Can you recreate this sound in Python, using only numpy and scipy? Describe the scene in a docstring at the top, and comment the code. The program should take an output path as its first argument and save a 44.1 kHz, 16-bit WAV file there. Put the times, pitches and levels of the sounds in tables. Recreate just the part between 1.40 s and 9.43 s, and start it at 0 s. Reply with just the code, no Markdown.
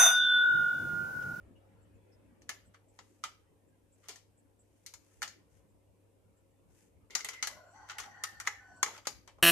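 """Two hands fit the lid of a tin pencil case onto its base, heard up close in a small, quiet room.
From the start there is a low hum, soft hiss, rustle of hands and faint, short, fuzzy high tones: noise and sines.
Then the halves tap and clink (noise and ringing modes), fingers brush the paint and edges scrape (swells of noise).
Later the rims rub as they slide together (noise through moving resonances).
Last, a thin squeak of sines leads up to the snap of the lid, and a few softer knocks follow."""
import sys
import numpy as np
from scipy import signal
from scipy.fft import rfft, irfft
from scipy.io import wavfile
from scipy.ndimage import uniform_filter1d

SR = 44100
rng = np.random.default_rng(int(sys.argv[2]) if len(sys.argv) > 2 else 0)


def generate_wav(sig):
    """Save sig (samples, or channels by samples) to the path in sys.argv[1] as 16-bit PCM at SR."""
    pcm = np.round(np.clip(np.atleast_2d(sig).T, -1, 1) * 32767).astype(np.int16)
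    wavfile.write(sys.argv[1], SR, pcm)


N = 353936
TIME = np.arange(N) / SR  # seconds

# Spectrum of the room's air. Each row: frequency in Hz, relative strength in dB per Hz.
AIR_SPECTRUM = [(24, -36), (40, 5), (52, -16.5), (80, -12.5), (130, -11.5), (300, -11.5), (520, -7),
                (700, -17), (1000, -15), (1500, -41.5), (2500, -26.5), (4300, -32), (6500, -29.5),
                (8500, -25.5), (14000, -32)]
AIR_DB = -75
# How alike left and right are in steady noise. Each row: frequency in Hz, likeness from 0 to 1.
LEFT_RIGHT_LIKENESS = [(30, 0.37), (60, 0.12), (130, 0.32), (400, 0.3), (1500, 0.043), (4000, 0.13)]
# Soft rustle of the moving hands. Each row: time in seconds, level in dB before a small overall trim.
HANDS_LEVEL = [(0, -62), (.9, -63), (1.4, -68), (3.3, -70.5), (4, -66.5), (4.4, -69.5), (6.1, -68),
               (8.02, -67)]
# Spectrum of that rustle. Each row: frequency in Hz, relative strength in dB per Hz.
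HANDS_SPECTRUM = [(30, -19), (60, 12.5), (130, 1), (280, 3), (500, -5), (900, -14), (2500, -20.5),
                  (4500, -35), (14000, -58)]
# Tones of the hum. Each row: pitch in Hz, level in dB before the swell, width of the wavering in Hz.
HUM_TONES = [(100.7, -68.5, 2.7), (56.3, -93.5, 3.4), (294.7, -78.5, 20), (461, -82.5, 11),
             (543.3, -79.5, 18), (9400, -101.5, 23)]
# Rise and fall of the hum. Each row: time in seconds, change in dB.
HUM_SWELL = [(0, 1), (.9, -0.5), (1.6, -4), (4.2, -5.5), (6, -3.5)]

# The clearest of the faint, short high tones. Each row: start in seconds, level in dB, middle pitch in Hz.
CLEAR_BLIPS = [(0.153, -76, 2860), (.719, -77.5, 5270), (1.254, -75.5, 7900), (1.48, -77, 7750),
               (2.52, -75, 7640), (2.972, -75, 7900), (3.19, -73, 7800), (6.31, -74.5, 7850),
               (7.359, -73, 8000)]
# Fainter ones come at random, with these averages and spreads.
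BLIP_HZ, BLIP_SCATTER_HZ = 7500, 123.6
BLIP_DB, BLIP_SPREAD_DB, BLIPS_PER_S = -86.5, 3, 2.2

# Contacts of tin on tin. Each row: time in seconds, clink level in dB, then thud, body and tick in dB above
# the clink, panel resonance in Hz, its share of the body from 0 to 1, and the time in seconds
# for the ringing to fall 60 dB, as damped by the grip.
KNOCKS = [(1.019, -67.5, -8, -6, -7, 1820, 0.71, 0.13), (1.0919, -41, -13.5, -.5, -6, 1775, 0.6, 0.12),
          (1.344, -70.5, -13, 9.5, -9, 1490, 0.24, 0.12), (1.589, -57.5, -3, 3, -16, 966, 0.12, 0.1),
          (1.8378, -42.5, -11.5, 3.5, -8, 1263, 0.74, 0.13),
          (2.6846, -46.5, -12, -9.5, -6, 2223, 0.15, 0.24), (2.693, -49.5, -19, -6, -6, 420, 0.6, 0.14),
          (2.7582, -58.5, -14, -5.5, -5, 1850, 0.76, 0.15), (3.4624, -48, -28, -14.5, -4, 2060, 0.61, 0.16),
          (3.538, -51, -32, -10, -5.5, 980, 0.39, 0.095), (3.819, -44.5, -8, 5, -9, 2090, 0.2, 0.023),
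          (3.827, -39.5, -12.5, 0, -6.5, 1807, 0.54, 0.12), (3.877, -49, -26, -12, -16, 1820, .35, 0.15),
          (5.7056, -57.5, -18, -4, -9.5, 1990, 0.96, 0.35),
          (5.751, -29.5, -21, -9, -11.5, 1980, 0.37, 0.098), (5.8063, -48, -27, -1.5, -19, 2095, 1, .07),
          (5.846, -44, -11.5, 1.5, 0.5, 2005, 0.79, 0.13),
          (5.887, -40.5, -18, -4.5, -7.5, 2036, 0.56, 0.094), (5.933, -55, -28, -1.5, -8, 2073, .35, 0.29),
          (6.026, -33.5, -21, -4.5, -11.5, 2190, 0.33, 0.14),
          (6.0718, -38.5, -13.5, -5, -4, 1717, .45, 0.093), (6.497, -51, -25, 7, -29, 1410, 0.67, 0.18),
          (6.5836, -45, -17, 1.5, -3, 1790, 0.27, 0.19), (6.6, -45.5, -13.5, -7.5, -9, 1110, 0.9, 0.09),
          (6.837, -36.5, -24, -0.5, -4, 1293, 0.49, 0.07),
          (7.0002, -45.5, -24, -0.5, -5, 1850, 0.23, 0.043), (7.01, -52.5, -20, -1, -4, 1850, 0.1, 0.089),
          (7.073, -35.5, -16.5, 4.5, -11, 2132, 0.11, 0.048),
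          (7.4292, -27, -17, -2.5, -9, 1094, 0.37, 0.05), (7.461, -52, 0.5, 9.5, -18, 2100, 0.23, 0.095),
          (7.482, -61.5, 8.5, 11, -18, 865, 0.96, 0.3), (7.577, -57.5, -2, 0, -9, 876, 0.22, 0.15),
          (7.67, -34, -8.5, -6.5, -8.5, 1270, 0.3, 0.073), (7.876, -59, -2, 1.5, -8, 946, 0.16, 0.15),
          (7.984, -84.5, 22.5, 13, -4, 1277, 0.68, 0.093)]
# Borders in Hz between the five registers: thud, body, clank, clink and tick.
REGISTER_EDGES_HZ = [150, 750, 2400, 4200, 8000, 15000]
# Modes of the tin. Each row: nominal pitch in Hz, relative level in dB, seconds to fall 60 dB if not cut short.
TIN_MODES = [(422, 6, 0.15), (826, 7, 0.14), (1003, -8, 0.2), (1220, -17.5, 0.037), (1330, -20, 0.12),
             (1860, -7, 0.085), (2010, 7, 0.065), (2875, 2, 0.17), (3190, -17, 0.09), (4600, -6, 0.04),
             (5100, -15.5, .09), (5700, 5, .1), (5940, -12, .1), (6700, -2, .1), (6900, 11.5, 0.086),
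             (6730, 0, 0.041), (7760, -6.5, .11), (9500, -12.5, 0.13), (13100, -10.5, .1)]
LONGEST_RING_S = 0.12  # the hands never let one of these modes take longer to fall 60 dB
# Colour of the thin sheet. Each row: frequency in Hz, relative strength in dB per Hz.
SHEET_COLOUR = [(150, -24.5), (400, -15), (650, -9), (1000, 0), (1350, 8.5), (1600, 2), (2150, 3.5),
                (2550, -4.5), (3100, 0.5), (3900, -6.5), (4500, -7.5), (6700, -6.5), (7900, -11),
                (14000, -23)]
CRACK_DB = 1.5  # the first crack, above the ringing sheet
# The clank grows with the body of the blow and with a looser grip.
CLANK_DB, CLANK_PER_BODY = -4.5, 0.54  # dB above the clink, and dB more for each dB of body
CLANK_PER_RING_DB, USUAL_RING_S = 2.5, 0.076  # dB more each time the ring lasts twice as long
RIM_HZ, RIM_SCATTER = 6280, 0.0555  # the stiff rim rings near this pitch, a little different at each spot

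# Fingers brushing over the paint. Each row: start in seconds, length in seconds, peak level in dB.
BRUSHES = [(1.45, 0.44, -76.5), (2.48, 0.39, -78), (3.1, 0.95, -80.5), (3.6, 0.27, -77), (4.08, .15, -76),
           (5.27, .24, -71.5)]
# Colour of the brushing. Each row: frequency in Hz, relative strength in dB per Hz.
BRUSH_COLOUR = [(300, -20.5), (1500, 5), (2600, 5), (4000, -4.5), (6500, 5), (9000, 4.5), (14000, -8)]
# Short scrapes of edge on edge. Each row: start in seconds, length in seconds, peak level in dB.
SCRAPES = [(2.62, 0.069, -64.5), (5.765, .06, -50.5), (5.90, .06, -56), (5.955, 0.14, -69),
           (6.48, 0.049, -49), (6.615, 0.056, -52.5), (7.045, 0.043, -51), (7.445, 0.043, -56.5),
           (7.51, 0.095, -54), (7.65, .02, -53.5)]

# Rim sliding along rim. Each row: time in seconds, pressure as a level in dB, low resonance in Hz
# as set by the point of contact, high resonance in dB above the low one.
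SLIDE_PATH = [(5.70, -66.5, 440, 4), (5.85, -66.5, 427, 3), (5.99, -75.5, 555, 21), (6.12, -59, 630, -7),
              (6.325, -67, 665, -18), (6.355, -60.5, 870, -7.5), (6.65, -60, 814, 2), (7.0, -64, 818, 7),
              (7.16, -71, 800, 11), (7.27, -67.5, 790, 2), (7.42, -64.5, 690, -14)]
# Multiples of the middle resonance, the first being itself: dB on top of MIDDLE_DB.
SLIDE_OVERTONES_DB = [-2.5, -18, -15, -12, -14.5]
# The middle resonance starts at this pitch and follows the low one by this power.
MIDDLE_HZ, MIDDLE_DB, MIDDLE_FOLLOW = 1355, -0.5, 0.16
HIGH_HZ, HIGH_SAG_HZ_PER_S = 2106, 227  # the high resonance sinks steadily as the lid goes on
PANEL_HZ, PANEL_WIDTH_HZ, PANEL_DB = 1033, 210, -4.5  # the flat of the lid hums along near one pitch

SQUEAK_START_S, SQUEAK_END_S, SQUEAK_RISE_S = 7.195, 7.43, 0.015
SQUEAK_HZ, SQUEAK_DB = 1503, -61.5
# Partials of the squeak from the lowest up: relative level in dB.
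SQUEAK_PARTIALS_DB = [0, -30, -24, -32, -28]

# Difference between the two sides. Each row: frequency in Hz, left minus right in dB.
LEFT_MINUS_RIGHT = [(300, 2.5), (1200, -0.5), (1900, 3), (3300, -1.5), (4500, 7), (6400, 11), (7600, 4.5),
                    (9500, 1), (11500, -9), (14000, -5)]
# Stereo width. Each row: frequency in Hz, side (difference) signal minus mid (shared) signal in dB.
STEREO_WIDTH = [(250, -11), (600, -10), (1200, -6), (2200, -2), (4000, 0)]
# Dying of the room's reflections. Each row: frequency in Hz, seconds to fall 60 dB.
ROOM_DECAY = [(200, 0.32), (800, 0.28), (2000, 0.36), (5500, 0.31), (9000, 0.23), (14000, 0.41)]
EDGE_HZ = 14500  # top of the band


def amp(db):
    """Turns decibels into gain."""
    return 10 ** (np.asarray(db) / 20)


def unit(x):
    """Scales a sound to an average strength (rms) of 1."""
    return x / np.sqrt(np.mean(x ** 2) + 1e-24)


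def die_away(t, t60):
    """A fade that falls 60 dB in t60 seconds."""
    return np.exp(-np.log(1000) * t / t60)


def read(points, hz):
    """Reads a table between its rows, along a logarithmic frequency axis."""
    f, value = np.transpose(points)
    return np.interp(np.log(hz + 1), np.log(f + 1), value)


def over_time(points):
    """Reads a table of time and level at every sample."""
    return np.interp(TIME, *np.transpose(points))


def add(mix, s, sound):
    """Adds a sound into the mix at s seconds."""
    part = mix[:, round(s * SR):][:, :sound.shape[1]]
    part += sound[:, :part.shape[1]]


def colour(x, points, scale=1, size=2048):
    """Filters with the given dB spectrum, without any sound ahead of its cause (minimum phase)."""
    hz = abs(np.fft.fftfreq(size, 1 / SR))
    log_gain = np.log(amp(scale * read(points, hz)))
    response = np.exp(np.conj(signal.hilbert(log_gain)))
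    taps = np.fft.ifft(response).real[:size // 2]
    return signal.oaconvolve(x, taps)[:len(x)]


def left_and_right(pair):
    """Makes two sides from mid and side: most alike in the bass, each with its own colour."""
    mid, side = pair[0], colour(pair[1], STEREO_WIDTH)
    left = colour(mid + side, LEFT_MINUS_RIGHT, 0.5)
    right = colour(mid - side, LEFT_MINUS_RIGHT, -0.5)
    return np.array([left, right])


def resonate(x, hz, width):
    """A steep resonance, width in Hz, that follows the pitch hz."""
    turn = np.exp(2j * np.pi * np.cumsum(hz * np.ones(N)) / SR)
    r = np.exp(-np.pi * width / SR)
    # shift the pitch down to zero, smooth, and shift it back
    return (turn * signal.lfilter([(1 - r) ** 2], [1, -2 * r, r * r], x / turn)).real


def drift(size):
    """Slow random movement of rms 1, smoothed twice over size samples."""
    once = uniform_filter1d(rng.standard_normal(N), size=size)
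    return unit(uniform_filter1d(once, size=size))


def hiss(points):
    """Steady stereo noise of the given spectrum, its sides partly alike."""
    hz = np.fft.rfftfreq(N, 1 / SR)
    a, b = rfft(rng.standard_normal((2, N)))
    same = read(LEFT_RIGHT_LIKENESS, hz)
    pair = np.array([a, same * a + np.sqrt(1 - same ** 2) * b])
    return unit(irfft(pair * amp(read(points, hz)), N))


def lumpy(x, patch_db=4.0):
    """Lets patches of the spectrum swell and fade at random."""
    z = signal.stft(x, nperseg=1024)[2]
    patches = uniform_filter1d(rng.standard_normal(z.shape[1:]), size=4, axis=0)  # across frequency
    patches = unit(uniform_filter1d(patches, size=6, axis=1))  # across time
    return unit(signal.istft(z * amp(patch_db * patches), nperseg=1024)[1][:, :N])


def slips(grip_db, size=220):
    """Stereo friction noise that catches and lets go every few milliseconds."""
    grip = unit(uniform_filter1d(rng.standard_normal(N), size=size))
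    return rng.standard_normal((2, N)) * amp(grip_db * grip)


def strokes(rows, points, grip_db):
    """Brief swells of uneven noise of one colour; each stroke rises and fades."""
    swell = np.zeros((1, N))
    for s, length, db in rows:
        add(swell, s, amp(db) * signal.windows.cosine(max(int(length * SR), 2))[None])
    return swell * unit(left_and_right([colour(c, points) for c in slips(grip_db)]))


def air():
    """Room air: a soft, slightly patchy hiss with a strong low end."""
    return amp(AIR_DB) * lumpy(hiss(AIR_SPECTRUM), patch_db=-1.0)


def hum(waver=0.2):
    """A wavering hum: each sine has a little narrow noise around its pitch."""
    out = np.zeros(N)
    for hz, db, width in HUM_TONES:
        noise = unit(resonate(rng.standard_normal(N), hz, width))
        out += amp(db) * unit(np.sin(2 * np.pi * hz * TIME) + waver * noise)
    return out * amp(over_time(HUM_SWELL))


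def hands(trim_db=-1):
    """Soft rustle of the hands: mostly low, patchy noise that comes and goes."""
    return lumpy(hiss(HANDS_SPECTRUM)) * amp(over_time(HANDS_LEVEL) + trim_db)


def background(lean_db=0.96):
    """Air, hum and hands together; the hum and hands lean left."""
    return air() + (hands() + hum()) * amp([[lean_db], [-lean_db]])


def blips(length_s=0.044, fall=0.016, fuzz=0.045):
    """Faint, short, fuzzy high tones: slightly falling sines with a shaky pitch, at uneven intervals."""
    out, u = np.zeros((2, N)), np.linspace(0, 1, int(length_s * SR))
    rows = list(CLEAR_BLIPS)
    for slot in np.arange(0, N / SR, 1 / BLIPS_PER_S):
        start = slot + rng.random() / BLIPS_PER_S
        rows.append((start, rng.normal(BLIP_DB, BLIP_SPREAD_DB), rng.normal(BLIP_HZ, BLIP_SCATTER_HZ)))
    for s, db, hz in rows:
        waver = fuzz * unit(uniform_filter1d(rng.standard_normal((2, len(u))), size=30))
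        pitch = hz * (1 + fall * (0.5 - u) + waver)
        tone = np.sin(2 * np.pi * np.cumsum(pitch, axis=1) / SR)
        add(out, s, amp(db) * unit(tone * np.sqrt(u) * (1 - u)))
    return out


def struck(x):
    """Scales a blow so that its first 20 ms have an rms of 1."""
    return x / np.sqrt(np.mean(x[:, :SR // 50] ** 2) + 1e-24)


def standing_modes(t, modes_db=-21):
    """The few modes of the tin that stand out, a little different at each blow."""
    out = np.zeros((2, len(t)))
    for hz, db, life in TIN_MODES:
        gain = amp(db + modes_db) * rng.uniform(0.83, 1, (2, 1))
        pitch = hz * rng.normal(1, 0.0048)
        ring = np.sin(2 * np.pi * (pitch * t + rng.random((2, 1))))
        out += gain * ring * die_away(t, min(life, LONGEST_RING_S))
    return out


def crowded_modes(t, t60, spacing_hz=42):
    """The many close modes of a thin sheet: noise kept at random frequencies only, dying away."""
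    size = len(t)
    bins = np.fft.rfftfreq(size, 1 / SR)
    # each blow wakes its own set, spaced more widely in the treble
    excited = rng.random(len(bins)) < bins[1] / (spacing_hz * np.clip(bins / 4000, 0.3, 3))
    return unit(irfft(rfft(rng.standard_normal((2, size))) * excited, size)) * die_away(t, t60)


def beating_pair(t, hz, t60):
    """A strong resonance: two close pitches that beat against each other."""
    phase = np.array([[0], [np.pi / 2]])  # the side signal is a quarter turn off the mid
    pair = np.sin(2 * np.pi * hz * 0.98 * t + phase) + 0.68 * np.sin(2 * np.pi * hz * 1.025 * t + phase)
    soft_start = 1 - np.exp(-t * hz)
    return struck(left_and_right(pair * die_away(t, t60) * soft_start))


def knock(clink_db, thud_db, body_db, tick_db, panel_hz, panel_share, t60,
          crack_s=0.0058, panel_t60=0.051, rim_t60=0.039, rim_share=0.2,
          rebounds_per_s=260, rebound_db=13, rebound_s=0.0093,
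          damping=(1.3, 1.05, 1, 1, 0.75), size=11000):
    """A sharp crack sets the thin sheet ringing; five registers are then levelled one by one."""
    t = np.arange(size) / SR
    clank_db = CLANK_DB + CLANK_PER_BODY * body_db + CLANK_PER_RING_DB * np.log2(t60 / USUAL_RING_S)
    rim_hz = RIM_HZ * (1 + RIM_SCATTER * rng.uniform(-1.1, 1))
    crack = rng.standard_normal((2, size)) * amp(CRACK_DB) * np.exp(-t / crack_s)
    # the loose edge chatters: sparse random clicks that fade
    clicks = rng.standard_normal((2, size)) * (rng.random(size) < rebounds_per_s / SR)
    rebounds = clicks * amp(rebound_db) * np.exp(-t / rebound_s)
    blow = crack + rebounds + crowded_modes(t, t60) + standing_modes(t)
    sheet = left_and_right([colour(c, SHEET_COLOUR) for c in blow])

    # the panel colours the body (register 1), the rim the clink (register 3)
    strong = {1: (panel_hz, panel_t60, panel_share), 3: (rim_hz, rim_t60, rim_share)}
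    out = np.zeros((2, size))
    for k, db in enumerate([thud_db, body_db, clank_db, 0, tick_db]):
        bandpass = signal.butter(3, REGISTER_EDGES_HZ[k:k + 2], "band", fs=SR, output="sos")
        band = signal.sosfilt(bandpass, sheet)
        # damping below 1 dies sooner (the treble), above 1 later (the bass)
        band = struck(band * die_away(t, max(t60, 0.1)) ** (1 / damping[k] - 1))
        if k in strong:
            hz, life, share = strong[k]
            band = np.sqrt(1 - share) * band + np.sqrt(share) * beating_pair(t, hz, life)
        out += amp(clink_db + db) * band
    return out


def knocks(lead_in_db=-50, lead_in_per_clink=0.35, lead_in_s=0.0075):
    """Every tap, clink and snap; a very short, faint swell of noise leads in, stronger for louder ones."""
    out = np.zeros((2, N))
    lead_ins = []
    for s, clink_db, *rest in KNOCKS:
        add(out, s, knock(clink_db, *rest))
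        lead_ins.append((s - lead_in_s, lead_in_s, lead_in_db + lead_in_per_clink * clink_db))
    return out + strokes(lead_ins, SHEET_COLOUR, grip_db=-5.5)


def brushes():
    """Fingers brush over the paint: soft swells of uneven friction noise."""
    return strokes(BRUSHES, BRUSH_COLOUR, grip_db=2.5)


def scrapes():
    """Edge scrapes on edge: short swells of friction noise with the colour of the sheet."""
    return strokes(SCRAPES, SHEET_COLOUR, grip_db=3.5)


def slide(low_width=125, middle_width=150, high_width=125, overtone_width=480, wander=0.0039, patchy_db=3.2):
    """Rubbing rims, as noise, excite resonances (widths in Hz); three move with the contact or with time."""
    start_s, end_s = SLIDE_PATH[0][0], SLIDE_PATH[-1][0]
    times, *columns = np.transpose(SLIDE_PATH)
    pressure_db, low, high_db = (np.interp(TIME, times, c) for c in columns)
    middle = MIDDLE_HZ * (low / low[0]) ** MIDDLE_FOLLOW
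    high = HIGH_HZ - HIGH_SAG_HZ_PER_S * (TIME - start_s)
    rub = left_and_right(rng.standard_normal((2, N)))

    def voice(hz, db, width):
        """The hand is never steady: each resonance wanders, swells and fades by itself."""
        ringing = resonate(rub, hz * (1 + wander * drift(size=1800)), width)
        return amp(db) * unit(ringing * amp(patchy_db * drift(size=1800)))

    out = voice(low, 0, low_width) + voice(high, high_db, high_width)
    out += voice(PANEL_HZ, PANEL_DB, PANEL_WIDTH_HZ)
    for k, db in enumerate(SLIDE_OVERTONES_DB):
        width = overtone_width if k else middle_width
        out += voice(middle * (k + 1), MIDDLE_DB + db, width)
    return out * amp(pressure_db) * (TIME > start_s) * (TIME < end_s)


def squeak(jitter=0.0032):
    """Just before the lid seats, the slips lock into a thin tone that swells and holds until the snap."""
    waver = 1 + jitter * unit(uniform_filter1d(rng.standard_normal(N), size=120))
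    turns = np.cumsum(SQUEAK_HZ * waver) / SR
    tone = np.zeros(N)
    for k, db in enumerate(SQUEAK_PARTIALS_DB):
        tone += amp(db) * np.sin(2 * np.pi * (k + 1) * turns)
    swell = np.clip((TIME - SQUEAK_START_S) / SQUEAK_RISE_S, 0, 1) ** 2 * (TIME < SQUEAK_END_S)
    return amp(SQUEAK_DB) * unit(tone) * swell


def room(x, wet_db=-10, build_s=0.004, size=26000):
    """Dense reflections of a small room: random taps, each band dying at its own speed."""
    taps = rng.standard_normal((2, size)) * (rng.random((2, size)) < 0.12)
    hz, t, z = signal.stft(taps, SR, nperseg=256)
    tail = signal.istft(z * die_away(t, read(ROOM_DECAY, hz)[:, None]), SR, nperseg=256)[1]
    tail *= 1 - np.exp(-(np.arange(tail.shape[1]) / SR / build_s) ** 2)  # reflections build up first
    side = colour(tail[1], STEREO_WIDTH)
    tail = np.array([tail[0] + side, tail[0] - side])
    return amp(wet_db) * signal.oaconvolve(x, tail / np.linalg.norm(tail[0]), axes=1)[:, :N]


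def scene():
    """The tin and its reflections in the room, over the background and the faint high tones."""
    tin = knocks() + brushes() + scrapes() + slide() + squeak()
    return background() + blips() + tin + room(tin)


def record(dry):
    """Limits the band: a steep filter takes away the treble above EDGE_HZ."""
    lowpass = signal.firwin(151, EDGE_HZ, window=("kaiser", 8), fs=SR)
    return signal.oaconvolve(dry, lowpass[None], "same")


dry = scene()
out = record(dry)
generate_wav(out)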